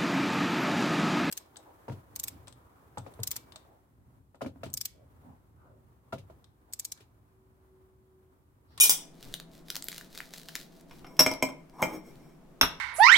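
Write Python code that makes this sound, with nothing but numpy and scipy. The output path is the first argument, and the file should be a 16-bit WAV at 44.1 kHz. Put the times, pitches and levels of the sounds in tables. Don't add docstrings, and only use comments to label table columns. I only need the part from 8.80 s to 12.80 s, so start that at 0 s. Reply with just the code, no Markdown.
import sys
import numpy as np
from scipy import signal
from scipy.fft import rfft, irfft
from scipy.io import wavfile

SR = 44100
rng = np.random.default_rng(int(sys.argv[2]) if len(sys.argv) > 2 else 0)


def inscribe(sig):
    pcm = np.round(np.clip(np.atleast_2d(sig).T, -1, 1) * 32767)
    wavfile.write(sys.argv[1], SR, pcm.astype(np.int16))


N = 176400
TIME = np.arange(N) / SR
CONTACT_S = 0.00041

# f/Hz, level/dB, fade time/s
LID = [(5127, -12, .08), (5230, -14, .06), (5500, -5, .035), (5552, 0, .045), (5610, -8, .06),
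       (10300, -14, .05), (12510, -11, .05)]
POT = [(2140, -2, .05), (2350, -3, .033), (3150, -12, .04), (5320, -14, .08), (6450, -13, .05),
       (7770, -11, .05), (8020, -12, .05), (10020, -20, .05), (11350, -17, .06), (13000, -19, .05),
       (13350, -16, .04), (14900, -20, .06)]
# f/Hz, level/dB
PAPER = [(150, -20), (500, -0.5), (900, -12), (1600, 0), (2600, -3.5), (4000, 4), (6500, -2.5),
         (10000, -5.5), (15500, -6.5)]


def from_db(db):
    return 10 ** (np.asarray(db) / 20)


def rms_one(x):
    return x / np.sqrt(np.mean(x ** 2) + 1e-20)


def at_hz(points, hz):
    f, v = np.transpose(points)
    return np.interp(np.log(np.maximum(hz, 1)), np.log(f), v)


def colour(x, spectrum, tilt_db=0):
    hz = np.maximum(np.fft.rfftfreq(x.shape[-1], 1 / SR), 10)
    gain = from_db(at_hz(spectrum, hz) + tilt_db * np.log2(hz))
    return rms_one(irfft(rfft(x) * gain, x.shape[-1]))


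def wide_noise(size):
    # f/Hz, likeness (1 = the same)
    likeness = [(50, 0.94), (150, .93), (300, 0.45), (1200, 0.45), (3000, 0.05), (12000, 0.07)]
    mid, side = rfft(rng.standard_normal((2, size)))
    alike = at_hz(likeness, np.fft.rfftfreq(size, 1 / SR))
    return irfft(np.sqrt(1 + alike) * mid + np.sqrt(1 - alike) * side * [[1], [-1]], size)


def fade(t, fade_s):
    return np.exp(-np.log(1000) * t / fade_s)


def add(out, s, sound):
    i = int(s * SR)
    out[i:i + len(sound)] += sound[:N - i]


def high_pass(x, hz):
    return signal.sosfilt(signal.butter(2, hz, "high", fs=SR, output="sos"), x)


def burst(spectrum, fade_s, tilt_db=0):
    t = TIME[:SR // 2]
    noise = colour(rng.standard_normal(len(t)), spectrum, tilt_db)
    return noise * fade(t, fade_s) * np.minimum(t / CONTACT_S, 1)


def struck(tones, hardness_db=0):
    t = TIME[:SR // 2]
    ring = np.zeros(len(t))
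    for hz, db, fade_s in tones:
        gain = from_db(db + hardness_db * np.log2(hz / 2360)) * rng.choice([-1, 1])
        ring += gain * np.sin(2 * np.pi * hz * t) * fade(t, fade_s)
    return ring * np.minimum(t / CONTACT_S, 1)


def grains(per_s, spread_db):
    sizes = from_db(spread_db * np.minimum(rng.exponential(1, N), 4))
    return (rng.random(N) < per_s / SR) * sizes * rng.choice([-1, 1], N)


def swell(start, end):
    return np.sin(np.pi * np.clip((TIME - start) / (end - start), 0, 1))


def room_hum():
    # f/Hz, level/dB
    noise_colour = [(25, 6.5), (60, -7.5), (105, -18.5), (160, 8.5), (200, -1), (265, 2), (450, -6.5),
                    (660, -9), (1500, -20), (4000, -30.5), (15000, -35)]
    # f/Hz, level/dB
    tones = [(163, -63), (360, -71), (664, -71.5)]
    f, width_hz = np.fft.rfftfreq(N, 1 / SR), 6.2
    out = from_db(-55.5) * colour(wide_noise(N), noise_colour)
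    for hz, db in tones:
        narrow_band = rfft(rng.standard_normal(N)) / (1 + ((f - hz) / width_hz) ** 2)
        out += from_db(db) * rms_one(irfft(narrow_band, N))
    return out


def cutlery():
    # t/s, first piece/dB, second piece/dB, clash/dB
    hits = [(0.0, -22.5, -24.5, -22.5), (.007, -13.5, -33, -20), (.0145, -22.5, -33.5, -35),
            (0.0345, -24.5, -30, -19.5), (0.039, -31, -23, -23), (0.057, -42.5, -36.5, -23),
            (0.0951, -27, -21.5, -13.5), (0.1071, -39.5, -42.5, -25)]
    # f/Hz, level/dB, fade time/s
    first_piece = [(2422, -9, .11), (3040, -12, .1), (3747, -13, .14), (5680, -7, .1), (6584, -9, .16),
                   (7060, -9, .09), (7467, -8, .12), (8484, -9, .13), (8598, -8, .14), (9469, 0, .14),
                   (10028, -8, .11), (11850, -4, .1), (12940, -11, .1), (13945, -7, .13)]
    second_piece = [(3316, -9, .12), (3520, -10, .11), (4872, -12, .11), (5365, -3, .11), (5700, -6, .13),
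                    (6120, -8, .12), (7084, -10, .11), (7740, -6, .13), (9200, -5, .07), (9315, -6, .12),
                    (11820, -11, .09), (12900, -9, .09), (14142, -7, .11), (15130, -10, .11)]
    # f/Hz, level/dB
    clash_colour = [(150, -26), (450, -8), (1800, -8.5), (3300, 1), (4300, -4), (6000, -1), (9400, -1),
                    (10700, -8.5), (12500, -5), (15500, -1)]
    out, t = np.zeros(N), TIME[:SR // 2]
    hz = rng.uniform(4500, 15800, 260)
    for s, first_db, second_db, clash_db in hits:
        spectrum = np.zeros(len(t) // 2 + 1, complex)
        phases = np.exp(2j * np.pi * rng.random(len(hz)))
        spectrum[(hz * len(t) / SR).astype(int)] = from_db(at_hz(clash_colour, hz)) * phases
        jingle = rms_one(irfft(spectrum, len(t))) * fade(t, fade_s=0.03)
        crack = from_db(6.5) * burst(clash_colour, fade_s=0.014)
        ring = from_db(first_db) * struck(first_piece) + from_db(second_db) * struck(second_piece)
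        add(out, s, high_pass(ring, hz=680) + from_db(clash_db) * (jingle + crack))
    return out


def packet():
    # t/s, level/dB
    rustle = [(0.332, -67.5), (.42, -52.5), (0.519, -49.5), (.62, -65), (.69, -93), (.77, -52.5),
              (.84, -94), (.91, -46.5), (1.02, -81), (1.14, -42.5), (1.29, -60.5), (1.39, -42.5),
              (1.5, -57), (1.56, -43.5), (1.64, -54), (1.79, -43.5), (1.88, -61.5), (1.98, -55),
              (2.06, -78), (2.15, -55), (2.25, -100)]
    # t/s, level/dB, panel f/Hz, ring compared with snap/dB
    snaps = [(0.4274, -38.5, 4060, -10), (0.54, -23.5, 3900, 10.5), (0.5997, -35, 4060, 8.5),
             (0.884, -39.5, 1720, -3), (0.902, -21, 1630, -10), (0.947, -35.5, 1550, -5),
             (.955, -24.5, 4930, 12), (0.9649, -23.5, 3850, 6.5), (1.024, -33, 7550, 19),
             (1.0422, -44, 12000, 43.5), (1.0845, -22.5, 11300, 22.5), (1.117, -32, 2980, -10),
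             (1.128, -35, 1890, 6.5), (1.1801, -25.5, 4120, -15), (1.211, -40, 1670, 9),
             (1.349, -40.5, 3000, 4), (1.3556, -38, 1960, 6.5), (1.376, -32, 3420, 7),
             (1.404, -38.5, 1770, 10), (1.537, -31.5, 5000, -12), (1.542, -37.5, 2010, 1),
             (1.581, -35, 3470, -15), (1.686, -34.5, 2960, 0), (1.691, -37.5, 1550, 2.5),
             (1.7536, -22, 1840, 4.5), (1.761, -29.5, 4460, -10)]
    panel_ratios = [1, 1, 1.075]
    ring_cycles = 8
    times, levels = np.transpose(rustle)
    crinkles = from_db(-10.5) * colour(grains(per_s=900, spread_db=7), PAPER)
    rub = from_db(-13) * colour(rng.standard_normal(N), PAPER)
    out = np.interp(TIME, times, from_db(levels), left=0, right=0) * (crinkles + rub)
    for s, db, hz, ring_db in snaps:
        panel = struck([(hz * k, ring_db, ring_cycles / hz) for k in panel_ratios])
        add(out, s, from_db(db) * (burst(PAPER, fade_s=0.011) + panel))
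    return out


def sleeves():
    # start/s, end/s, level/dB
    strokes = [(0.407, 0.573, -50), (0.677, 0.803, -64), (2.07, 2.296, -53), (3.195, 3.498, -55)]
    # f/Hz, level/dB
    brush_colour = [(30, 10.5), (80, -6), (150, 5.5), (300, -1.5), (600, -12.5), (2000, -20.5),
                    (8000, -28.5)]
    loudness = sum(from_db(db) * swell(start, end) for start, end, db in strokes)
    return loudness * colour(wide_noise(N), brush_colour)


def finger_ticks():
    # t/s, level/dB
    ticks = [(1.923, -57), (2.01, -48), (2.537, -31.5), (2.897, -53), (3.356, -53)]
    out = np.zeros(N)
    for s, db in ticks:
        add(out, s, from_db(db) * burst(PAPER, fade_s=0.011))
    return out


def pot_knocks():
    # t/s, lid/dB, pot/dB, table/dB, clack/dB, hardness/(dB per octave)
    knocks = [(2.1099, -56, -54, -61, -44, -4), (2.2445, -57.5, -54.5, -52, -37.5, -5.5),
              (2.266, -51, -51, -64, -48.5, -4), (2.367, -56.5, -66, -58, -51.5, 6.5),
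              (2.391, -35.5, -56, -22.5, -27.5, 1.5), (2.3931, -5.5, -25, -23.5, -17.5, 1),
              (2.403, -15, -25, -21.5, -20, 6), (2.4625, -25, -16.5, -21, -22.5, -2.5),
              (2.514, -31.5, -33, -28.5, -48, -1), (2.6245, -31.5, -18.5, -19.5, -29.5, -0.5),
              (2.688, -51, -58, -35.5, -46.5, -2.5), (3.02, -53.5, -45.5, -28, -33.5, 10.5),
              (3.0255, -40.5, -19.5, -20.5, -26, -5), (3.036, -49.5, -28, -46, -52, 0)]
    # f/Hz, level/dB
    clack_colour = [(100, -12), (500, 0.5), (1200, 8.5), (1800, 4), (3300, 4), (4600, -5), (6000, -7),
                    (9000, -16.5), (13000, -12), (16000, -17.5)]
    out = np.zeros(N)
    for s, lid_db, pot_db, table_db, clack_db, hardness_db in knocks:
        china = from_db(lid_db) * struck(LID) + from_db(pot_db) * struck(POT, hardness_db)
        table = from_db(table_db) * table_top()
        clack = from_db(clack_db) * burst(clack_colour, fade_s=0.037, tilt_db=hardness_db)
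        add(out, s, china + table + clack)
    return out


def table_top():
    # f/Hz, level/dB, fade time/s
    tones = [(145, -13, 0.2), (264, -5, 0.1), (360.2, -10.5, 0.1), (499.4, -12, 0.066), (618, -6, 0.062),
             (856, -14.5, .06), (1000, -9.5, .04)]
    # f/Hz, level/dB
    thud_colour = [(30, -21), (85, -29), (150, -4.5), (300, -4), (600, 5.5), (1000, -0.5), (1800, -25.5),
                   (4000, -27)]
    return high_pass(struck(tones), hz=140) + from_db(-5) * burst(thud_colour, fade_s=0.067)


def china_scrapes():
    # start/s, end/s, ring/dB, rasp/dB, groan/dB
    slides = [(2.22, 2.423, -69.5, -58.5, -66), (2.92, 3.01, -69, -67, -57.5),
              (2.981, 3.063, -62.5, -56.5, -39.5), (3.04, 3.16, -61, -47, -52),
              (3.122, 3.188, -56.5, -42, -64), (3.223, 3.344, -64.5, -53.5, -85),
              (3.351, 3.58, -73, -64.5, -78)]
    # f/Hz, level/dB
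    rasp_colour = [(150, -8.5), (300, 12.5), (700, -5.5), (1100, -16), (1600, -15), (4000, -31.5),
                   (14000, -23.5)]
    groan_colour = [(500, -24), (800, -4.5), (1000, -1), (1200, -10), (1500, -23.5), (4000, -41)]
    grit = grains(per_s=4100, spread_db=2.5)
    china = struck(POT) + from_db(-5.5) * struck(LID)
    ring = rms_one(signal.fftconvolve(grit, china)[:N])
    rasp, groan = colour(grit, rasp_colour), colour(grit, groan_colour)
    out = np.zeros(N)
    for start, end, ring_db, rasp_db, groan_db in slides:
        scrape = from_db(ring_db) * ring + from_db(rasp_db) * rasp + from_db(groan_db) * groan
        out += swell(start, end) * scrape
    return out


def lid_set_down():
    # t/s, ring/dB, table/dB, clack/dB, hardness/(dB per octave)
    landings = [(3.812, -14, -27, -7.5, 0.5), (3.832, -28.5, -42, -14.5, -5.5), (3.84, -45, -51, -25, -6)]
    # f/Hz, level/dB
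    clack_colour = [(100, -26.5), (450, -6.5), (1100, 0.5), (1700, 1.5), (2500, -0.5), (3300, 4),
                    (4700, -16), (5900, -6), (6700, -14), (9000, -17.5), (10300, -9.5), (11300, -24.5),
                    (12400, -4), (15000, -32)]
    out = np.zeros(N)
    for s, ring_db, table_db, clack_db, hardness_db in landings:
        ring = from_db(ring_db) * struck(LID, hardness_db)
        table = from_db(table_db) * table_top()
        clack = from_db(clack_db) * burst(clack_colour, fade_s=0.023, tilt_db=hardness_db)
        add(out, s, ring + table + clack)
    return out


def room_echoes():
    # f/Hz, fade time/s
    fade_times = [(100, .45), (400, 0.49), (1500, 0.37), (5500, 0.36), (10000, 0.11), (16000, 0.2903)]
    t, first_echo_s = TIME[:SR * 3 // 4], 0.0039
    arrive = np.clip(t / first_echo_s - 1, 0, 1)
    early = wide_noise(len(t)) * fade(t, fade_s=0.13)
    edges_hz = np.geomspace(60, 19000, 9)
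    tail = 0
    for low, high in zip(edges_hz, edges_hz[1:]):
        band = signal.butter(2, [low, high], "band", fs=SR, output="sos")
        fade_s = at_hz(fade_times, np.sqrt(low * high))
        tail += signal.sosfilt(band, wide_noise(len(t))) * fade(t, fade_s)
    echoes = from_db(-0.5) * rms_one(early * arrive) + from_db(-6) * rms_one(tail * arrive)
    return echoes / np.sqrt(len(t))


def in_room(x, echoes, echo_db, lag_s=0):
    left = np.pad(x, (round(lag_s * SR), 0))[:N]
    return np.array([left, x]) + from_db(echo_db) * signal.fftconvolve(x[None], echoes, axes=1)[:, :N]


def scene():
    echoes = room_echoes()
    steel = in_room(cutlery(), echoes, echo_db=-2, lag_s=0.00018)
    paper = in_room(packet() + finger_ticks(), echoes, echo_db=-8)
    pot = in_room(pot_knocks() + china_scrapes(), echoes, echo_db=-4.5)
    lid = in_room(lid_set_down(), echoes, echo_db=-5, lag_s=0.00013)
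    mix = room_hum() + steel + paper + sleeves() + pot + lid
    return mix * from_db([[1], [0]])


def record(dry):
    cutoff_hz = 15900
    return signal.sosfilt(signal.ellip(10, .2, 80, cutoff_hz, fs=SR, output="sos"), np.tanh(dry))


dry = scene()
out = record(dry)
inscribe(out)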